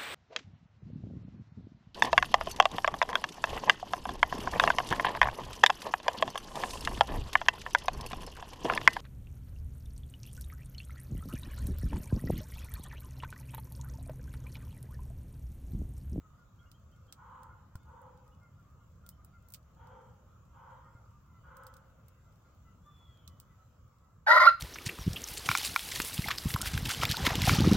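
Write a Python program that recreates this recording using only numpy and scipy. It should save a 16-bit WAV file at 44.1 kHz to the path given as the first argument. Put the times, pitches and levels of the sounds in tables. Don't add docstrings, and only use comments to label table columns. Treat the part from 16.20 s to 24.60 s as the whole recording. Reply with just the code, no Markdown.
import sys
import numpy as np
from scipy import signal
from scipy.fft import rfft, irfft
from scipy.io import wavfile
from scipy.ndimage import uniform_filter1d

SR = 44100
rng = np.random.default_rng(int(sys.argv[2]) if len(sys.argv) > 2 else 0)


def store_pcm(level_fs):
    pcm = np.round(np.clip(level_fs, -1, 1) * 32767).astype(np.int16)
    wavfile.write(sys.argv[1], SR, np.atleast_2d(pcm).T)


N = 370440


def amp(db):
    return 10 ** (np.asarray(db) / 20)


def unit_rms(x):
    return x / np.sqrt(np.mean(x ** 2) + 1e-20)


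def read(points, hz):
    f, value = np.transpose(points)
    return np.interp(np.log(hz + 1), np.log(f + 1), value)


def add(mix, start_s, sound):
    part = mix[..., max(round(start_s * SR), 0):][..., :sound.shape[-1]]
    part += sound[..., :part.shape[-1]]


def colour(x, points):
    count = x.shape[-1]
    gain = amp(read(points, np.fft.rfftfreq(count, 1 / SR)))
    return irfft(rfft(x) * gain, count)


def waver(count, rate_hz):
    hz = np.fft.rfftfreq(count, 1 / SR)
    lowpass = (hz > 0) / (1 + (hz / rate_hz) ** 4)
    return unit_rms(irfft(rfft(rng.standard_normal(count)) * lowpass, count))


def phase_of(hz):
    return 2 * np.pi * np.cumsum(hz) / SR


def resonate(x, hz, width_hz):
    r = np.exp(-np.pi * width_hz * 1.5 / SR)
    pole = r * np.exp(2j * np.pi * hz / SR)
    return signal.lfilter([(1 - r) ** 3], np.poly([pole] * 3), x).real


def scatter(x, t60_s, build_s, likeness):
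    t = np.arange(SR) / SR
    envelope = amp(-60 * t / t60_s) * (1 - np.exp(-t / build_s))
    shared, other = rng.standard_normal((2, SR)) * envelope
    c = np.clip(likeness, 0, 1)
    tail = np.array([shared, c * shared + np.sqrt(1 - c * c) * other])
    tail /= np.linalg.norm(shared)
    return signal.fftconvolve(x[None], tail, axes=1)[:, :len(x)]


# f/Hz, correlation [0-1]
PORT_LIKENESS = [(30, 0.71), (70, 0.99), (130, 0.98), (290, 0.74), (640, 0.59), (1410, 0.61), (3100, 0),
                 (15000, 0.08)]


def ambience(spectrum, level, patchy_db):
    frames, hz = N // 512 + 5, np.fft.rfftfreq(2048, 1 / SR)
    a, b, c, d, patches = rng.standard_normal((5, frames, len(hz)))
    patches = uniform_filter1d(patches, size=8, axis=0)
    patches = unit_rms(uniform_filter1d(patches, size=12, axis=1))
    same = np.clip(read(PORT_LIKENESS, hz), -1, 1)
    left = a + 1j * b
    right = same * left + np.sqrt(1 - same ** 2) * (c + 1j * d)
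    z = np.array([left, right]) * amp(read(spectrum, hz) + patchy_db * patches)
    noise = signal.istft(z.transpose(0, 2, 1), nperseg=2048, noverlap=1536)[1][:, :N]
    level_db = np.interp(np.arange(N) / SR, *np.transpose(level))
    return unit_rms(noise) * amp(level_db)


# f/Hz, relative density/dB per Hz
WIND_SPECTRUM = [(12, -50), (20, -14.5), (60, -1), (97, 0), (164, -7), (285, -22), (400, -27.5),
                 (520, -45.5), (880, -120)]
# t/s, level/dB
WIND_LEVEL = [(0, -58), (3.9, -58), (7.2, -59.5), (7.7, -61), (8.4, -60.5)]


def wind():
    rumble = ambience(WIND_SPECTRUM, WIND_LEVEL, patchy_db=1.5)
    return colour(rumble, [(25, -6.5), (60, .5), (100, 0.0), (300, 0)])


# f/Hz, relative density/dB per Hz
AIR_SPECTRUM = [(150, -34), (250, -10), (386, -17), (510, -6.5), (802, -14), (1260, -5.5), (1760, -21.5),
                (2960, -22), (4340, -29), (5830, -26.5), (7060, -21.5), (7700, -25), (8260, -42.5),
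                (12800, -32), (16000, -30.5)]
# t/s, relative level/dB
AIR_SWELL = [(0, 0), (2, -1.5), (7.3, 0.5), (8, -3.5)]


def air(gain_db=-69.5):
    hush = ambience(AIR_SPECTRUM, AIR_SWELL, patchy_db=2.5)
    hush = colour(hush, [(1300, 0.39), (2400, -2.6), (4000, -0.94), (10000, -0.81), (14000, 1.5)])
    return amp(gain_db) * hush


# (+ at 13 kHz, - at 3.5 kHz)
TICKS = [(0.5153, -47.5, -3.5), (0.9245, -37, -4), (1.2321, -49, 0.5), (1.5552, -45, -1.5),
         (1.8167, -56, 6), (2.0782, -58.5, -0.5), (2.8639, -45, 0), (2.89, -33.5, 4.5), (3.047, -43.5, 6.5),
         (3.286, -45.5, 7), (3.303, -44, 8), (3.3223, -42, 6), (3.3378, -31, 2.5), (3.3445, -37, -2.5),
         (3.3478, -43, -6), (5.3685, -44.5, 4), (5.4345, -50, 1.5), (5.4675, -40, 1.5), (5.5393, -48, -1),
         (5.5672, -47.5, 0), (5.883, -49.5, 1.5), (7.077, -40.5, -4), (7.2002, -40.5, 1)]
# f/Hz, gain/dB
TICK_COLOUR = [(500, -22), (1800, -15.5), (3000, -6), (5000, -1), (6800, -5), (8200, 0.5), (10500, -7),
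               (13000, -3.5), (16000, 3.5)]


def flakes(gain_db=1.0, snap_s=0.0011, crumble_s=0.011, crumble_db=-15,
           faint_per_s=8, faint_db=-72, faint_spread_db=4, faint_tilt_db=-2.5):
    out, t = np.zeros((2, N)), np.arange(2048) / SR
    decay = np.exp(-t / snap_s) + amp(crumble_db) * np.exp(-t / crumble_s)
    decay *= 1 - np.exp(-t * 2500)
    faint = []
    for when, rarity in rng.random((int(faint_per_s * N / SR), 2)):
        level_db = faint_db - faint_spread_db * np.log(rarity + 0.034)
        faint.append((when * N / SR, level_db, faint_tilt_db))
    for s, db, tilt_db in TICKS + faint:
        snap = colour(rng.standard_normal((2, len(t))), TICK_COLOUR)
        snap = unit_rms(colour(snap, [(3500, -tilt_db), (13000, tilt_db)]))
        add(out, s, amp(db + gain_db) * snap * decay * amp([[-1.5], [1.5]]))
    return out


def note(hz, length_s, fall, arch):
    u = np.linspace(-1, 1, int(length_s * SR))
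    pitch_hz = hz * (1 - fall * u / 2 - arch * u ** 2 + 0.0055 * waver(len(u), 120))
    return phase_of(pitch_hz), np.sqrt(2) * np.cos(np.pi * u / 2)


# middle t/s, f/Hz, level/dB, third harmonic/dB re level
CLUCKS = [(.06, 636, -68.5, -23), (.21, 718, -72.5, -30), (.42, 697, -76, -13), (1.32, 720, -67, -18),
          (2.08, 629, -72, -19), (2.24, 708, -74.5, -1), (2.40, 695, -75.5, -26), (2.52, 618, -74, -38),
          (2.86, 698, -73.5, -23), (3.00, 615, -74, -30), (3.16, 696, -69, -12), (3.26, 686, -75, -11),
          (4.66, 624, -67.5, -10), (4.77, 704, -73, -7), (4.96, 602, -74, -26), (5.17, 677, -72, -6.5),
          (6.08, 680, -75, -11), (6.48, 671, -74, -4), (6.68, 593, -66, -15), (6.90, 667, -76, -4),
          (7.32, 665, -81, 1), (7.41, 655, -72.5, -21), (7.85, 655, -76, -12)]


def hens(second_db=4.5, fundamental_db=-16, wet_db=-4, pitch_spread=.015, level_spread_db=2):
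    note_s, murmur_gap_s = 0.07, .42
    murmur_hz, murmur_sink_hz_per_s = 726, 7.2
    murmur_db, murmur_third_db = -78, -9
    out, notes = np.zeros(N), list(CLUCKS)
    chances = rng.standard_normal((int(N / SR / murmur_gap_s), 3))
    for beat, (late, sharp, loud) in enumerate(chances):
        s = (beat + 1 + .2 * late) * murmur_gap_s
        hz = (murmur_hz - murmur_sink_hz_per_s * s) * (1 + pitch_spread * sharp)
        notes.append((s, hz, murmur_db + level_spread_db * loud, murmur_third_db))
    for s, hz, db, third_db in notes:
        phase, swell = note(hz, note_s, fall=0.04, arch=0.04)
        tone = amp(fundamental_db) * np.sin(phase)
        tone += amp(second_db) * np.sin(2 * phase)
        tone += amp(third_db) * np.sin(3 * phase)
        add(out, s - note_s / 2, amp(db) * swell * tone)
    return out + amp(wet_db) * scatter(out, t60_s=0.27, build_s=.01, likeness=.4)


# middle t/s, f/Hz, level/dB
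CHIPS = [(0.401, 3260, -73), (.47, 2860, -76), (.55, 3180, -73), (.733, 3130, -76.5), (0.894, 3230, -71),
         (2.13, 2930, -78.5), (2.929, 3080, -77)]
# start t/s, length/s, f/Hz before glide, level/dB
WHISTLES = [(1.568, .1, 3670, -83), (6.613, 0.43, 3573, -68), (6.898, 0.32, 3180, -77.5)]


def songbirds(chip_wet_db=-5, whistle_wet_db=-6):
    chip_s, chip_rise, chip_arch = .033, .06, .025
    scoop, scoop_s, sag_per_s = .09, .028, .23
    chips, whistles = np.zeros((2, N))
    for s, hz, db in CHIPS:
        phase, swell = note(hz, chip_s, -chip_rise, chip_arch)
        add(chips, s - chip_s / 2, amp(db) * swell * np.sin(phase))
    for s, length_s, hz, db in WHISTLES:
        t = np.arange(0, length_s, 1 / SR)
        glide = 1 - scoop * np.exp(-t / scoop_s) - sag_per_s * t + .004 * waver(len(t), 120)
        swell = np.sin(np.pi * t / length_s)
        add(whistles, s, amp(db) * swell * np.sin(phase_of(hz * glide)))
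    chip_tail = scatter(chips, t60_s=0.26, build_s=0.0088, likeness=0.23)
    whistle_tail = scatter(whistles, t60_s=1.0, build_s=.03, likeness=0.48)
    return chips + amp(chip_wet_db) * chip_tail + whistles + amp(whistle_wet_db) * whistle_tail


# start t/s, level/dB, f/Hz, mouth resonance f/Hz, length/s, chest tone/dB re level, treble/dB
BARKS = [(0.943, -54, 501.7, 1040, 0.29, -19, -7), (1.632, -57, 503.2, 880, .24, -4, -7.5),
         (3.542, -58, 495.4, 770, 0.24, -2, -2), (4.308, -55, 519, 910, 0.24, -11.5, -5),
         (5.215, -55.5, 525, 1420, 0.23, -8, -5)]
# f/Hz, gain/dB
BARK_COLOUR = [(250, -40), (420, -45), (510, 1), (660, -19), (830, 1.5), (1400, 2), (1750, -12),
               (2100, -15.5), (2700, -24), (3150, -13), (4500, -54)]


def dog(fall=0.1, arch=0.81, rough=.58):
    out = np.zeros(N)
    for s, db, hz, mouth_hz, length_s, chest_db, treble_db in BARKS:
        u = np.linspace(0, 1, int(length_s * SR))
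        bend = 1 - fall * (u - .5) - arch * (u - .5) ** 2
        phase = phase_of(hz * (bend + 0.035 * waver(len(u), 140)))
        folds = unit_rms(sum(np.cos(k * phase) for k in range(2, 9)))
        puffs = 2 * rng.standard_normal(len(u)) * (1 + np.cos(phase))
        bark = colour((1 - rough) * folds + rough * puffs, BARK_COLOUR)
        mouth = [(mouth_hz - 300, 0), (mouth_hz, 7), (mouth_hz + 300, 0), (3000, treble_db)]
        bark = unit_rms(colour(bark, mouth))
        chest_phase = phase_of(hz * (1 + 0.053 * waver(len(u), 71)))
        chest = amp(chest_db) * 2 * np.sqrt(u) * np.cos(chest_phase)
        add(out, s, amp(db) * (bark + chest) * signal.windows.tukey(len(u), .3))
    return scatter(out, t60_s=1.065, build_s=0.00092, likeness=0.62)


# t/s, level/dB, push f/Hz, push t60/s, knock/dB re level
BUMPS = [(1.554, -30, 90, 0.04, -24), (4.751, -44.5, 118, 0.094, -42)]
# f/Hz, level/dB re knock, t60/s
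CASE_MODES = [(270.4, -1, .025), (650, -3, 0.01), (1040, 6, 0.026), (1400, 3.5, 0.044)]


def bumps():
    out, t = np.zeros(N), np.arange(SR // 8) / SR
    for s, db, hz, t60_s, knock_db in BUMPS:
        push = -np.sin(2 * np.pi * hz * t) * amp(-60 * t / t60_s)
        knock = sum(amp(mode_db - 60 * t / mode_t60_s) * np.sin(2 * np.pi * mode_hz * t)
                    for mode_hz, mode_db, mode_t60_s in CASE_MODES)
        add(out, s, amp(db) * push)
        add(out, s + 0.001, amp(db + knock_db) * knock)
    return out


CROW_START_S, CROW_RELEASE_S, RELEASE_DB_PER_S = 8.063, 8.295, 1597
# middle t/s, length/s, target f/Hz before sag
LEAPS = [(8.192, .014, 1431), (8.246, 0.00927, 1236), (8.297, .056, 1408)]


def gesture(t, ramp_s=0.00194):
    clock_s = CROW_START_S + t
    lead_hz, squeak_hz, squeak_s, climb_hz, climb_s = 1058, 646.5, 0.003016, 322.6, .047
    held_hz = lead_hz - climb_hz * np.exp(-t / climb_s) + squeak_hz * np.exp(-t / squeak_s)
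    leap_hz = 0
    for middle_s, length_s, target_hz in LEAPS:
        outside_s = abs(clock_s - middle_s) - length_s / 2
        leap_hz = leap_hz + (target_hz - held_hz) / (1 + np.exp(outside_s / ramp_s))
    settled_hz, sharp_hz, settle_s, late_s = 1392, 174.6, 0.02762, 0.0077
    second_hz = settled_hz + sharp_hz * np.exp(-(t / settle_s) ** 4)
    joining_db = -20 * np.log10(1 + np.exp((late_s - t) / ramp_s))
    lock = np.clip(leap_hz / (settled_hz - lead_hz), 0, 1) ** 2
    lock_gain_db, lock_rasp_loss = 4, .78
    push_s, push_width_s, push_db = 8.278, .0055, 10
    push = np.exp(-((clock_s - push_s) / push_width_s) ** 2 / 2)
    spent_s = np.maximum(clock_s - push_s, 0)
    sag_hz_per_s, sag_db_per_s, rasp_return_per_s = 3450, 172, 17
    release_db = -sag_db_per_s * spent_s
    release_db -= RELEASE_DB_PER_S * np.maximum(clock_s - CROW_RELEASE_S, 0)
    attack_db = 20 * np.log10(np.clip(t / 0.027, 1e-3, 1))
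    lead_db = attack_db + release_db - 25.5 + 17.5 * t + lock_gain_db * lock + push_db * push
    second_db = joining_db + release_db - 21.5 - 34 * t
    rasp = (1.1 - 2 * t) * (1 - lock_rasp_loss * lock) * (1 - push / 2)
    rasp = np.clip(rasp + rasp_return_per_s * spent_s, 0, 1)
    return held_hz + leap_hz - sag_hz_per_s * spent_s, lead_db, second_hz, second_db, rasp


# f/Hz, level/dB re lead
OVERTONES = [(1500, -17), (1800, -17), (1910, 5), (2000, -8.5), (2100, -5.5), (2300, -23.5), (2650, -38.5),
             (2800, -26), (3300, -39.5), (3950, -17.5), (4200, -26.5), (4950, -27.5), (5500, -64),
             (9000, -60)]
# multiple of lead, multiple of second, level at full rasp/dB re lead
COUPLED = [(-1, 1, -7), (2, -1, -14), (-1, 2, -18), (3, -1, -16)]
# f/Hz, relative density/dB per Hz
RASP = [(150, -27), (400, -13.5), (600, -6.5), (780, -2.5), (1200, -3.5), (1650, -27), (2100, -12.5),
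        (2550, -14.5), (3300, -9), (5100, -7.5), (5800, -26), (8000, -31), (9300, -33), (11000, -24.5),
        (16000, -33.5)]
# f/Hz, width parameter/Hz, level/dB
THROAT = [(616, 77, -9), (1382, 110, -5), (1896, 136, -4), (3880, 680, -26), (4790, 120, -21.5),
          (6370, 350, -30.5)]


def syrinx(lead_jitter=0.037, second_jitter=0.05, flutter=0.77, rasp_db=-11, overtone_jitter_rad=0.215):
    t = np.arange(0, CROW_RELEASE_S - CROW_START_S + 30 / RELEASE_DB_PER_S, 1 / SR)
    lead_hz, lead_db, second_hz, second_db, rasp = gesture(t)
    count = len(t)
    lead = phase_of(lead_hz * (1 + lead_jitter * rasp * waver(count, 280)))
    second = phase_of(second_hz * (1 + second_jitter * waver(count, 208)))
    second_gain = amp(second_db - lead_db) * (1 + flutter * waver(count, 150))
    tones = np.sin(lead) + second_gain * np.sin(second)
    for k in range(2, 7):
        jittered = lead + overtone_jitter_rad * rasp * waver(count, 170)
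        tones += amp(read(OVERTONES, k * lead_hz)) * np.sin(k * jittered)
    for m, n, db in COUPLED:
        radiated = np.clip((m * lead_hz + n * second_hz - 450) / 120, 0, 1)
        tones += amp(db) * rasp * radiated * np.sin(round(m) * lead + round(n) * second)
    puffs = rng.standard_normal(count) * (1 + .8 * np.cos(second - lead))
    hoarse = amp(rasp_db) * unit_rms(colour(puffs, RASP))
    for hz, width_hz, db in THROAT:
        hoarse += amp(db) * unit_rms(resonate(puffs, hz, width_hz))
    return amp(lead_db) * (np.sqrt(2) * tones + rasp * hoarse) * signal.windows.tukey(count, .02)


# f/Hz, left-right level/dB
PORT_BALANCE = [(200, 0), (400, -4), (620, 4.5), (800, 3), (1020, 2.5), (1380, -6), (1550, -9), (1900, 14),
                (2200, -2.5), (2600, -1), (4000, -2.5), (15000, -1)]
# f/Hz, left phase lead/rad
PORT_PHASE = [(200, -0.5), (600, -1.33), (1030, 0.27), (1400, 0.5), (1640, 3), (2070, 1.4), (3880, 1.86),
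              (5430, 2), (9000, 1.8), (15000, 0.9)]
# delay t/s, left level/dB, right level/dB
ECHOES = [(.0131, -19.5, -14.5), (.035, -31, -19), (.049, -22, -25), (.060, -40.5, -37), (.078, -33, -36),
          (.120, -39, -40)]


def rooster(yard_db=-26):
    voice = syrinx()
    voice = np.pad(voice, (0, SR - len(voice)))
    voice = colour(voice, [(380, -7.0), (520, 0)])
    hz = np.fft.rfftfreq(SR, 1 / SR)
    half = amp(read(PORT_BALANCE, hz) / 2) * np.exp(1j * read(PORT_PHASE, hz) / 2)
    paths = np.array([half, 1 / half])
    for delay_s, left_db, right_db in ECHOES:
        paths += amp([[left_db], [right_db]]) * np.exp(-2j * np.pi * hz * delay_s)
    direct_and_echoes = irfft(paths * rfft(voice), SR)
    yard = colour(voice, [(700, -9), (1300, 10.5), (2500, 12)])
    yard = scatter(yard, t60_s=0.33, build_s=0.0032, likeness=.2)
    out = np.zeros((2, N))
    add(out, CROW_START_S, direct_and_echoes + amp(yard_db) * yard)
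    return out


def scene():
    return wind() + air() + flakes() + hens() + songbirds() + dog() + bumps() + rooster()


def record(dry, edge_hz=16000):
    lowpass = signal.firwin(511, edge_hz, window=("kaiser", 9), fs=SR)
    return signal.oaconvolve(dry, lowpass[None], "same")


dry = scene()
out = record(dry)
store_pcm(out)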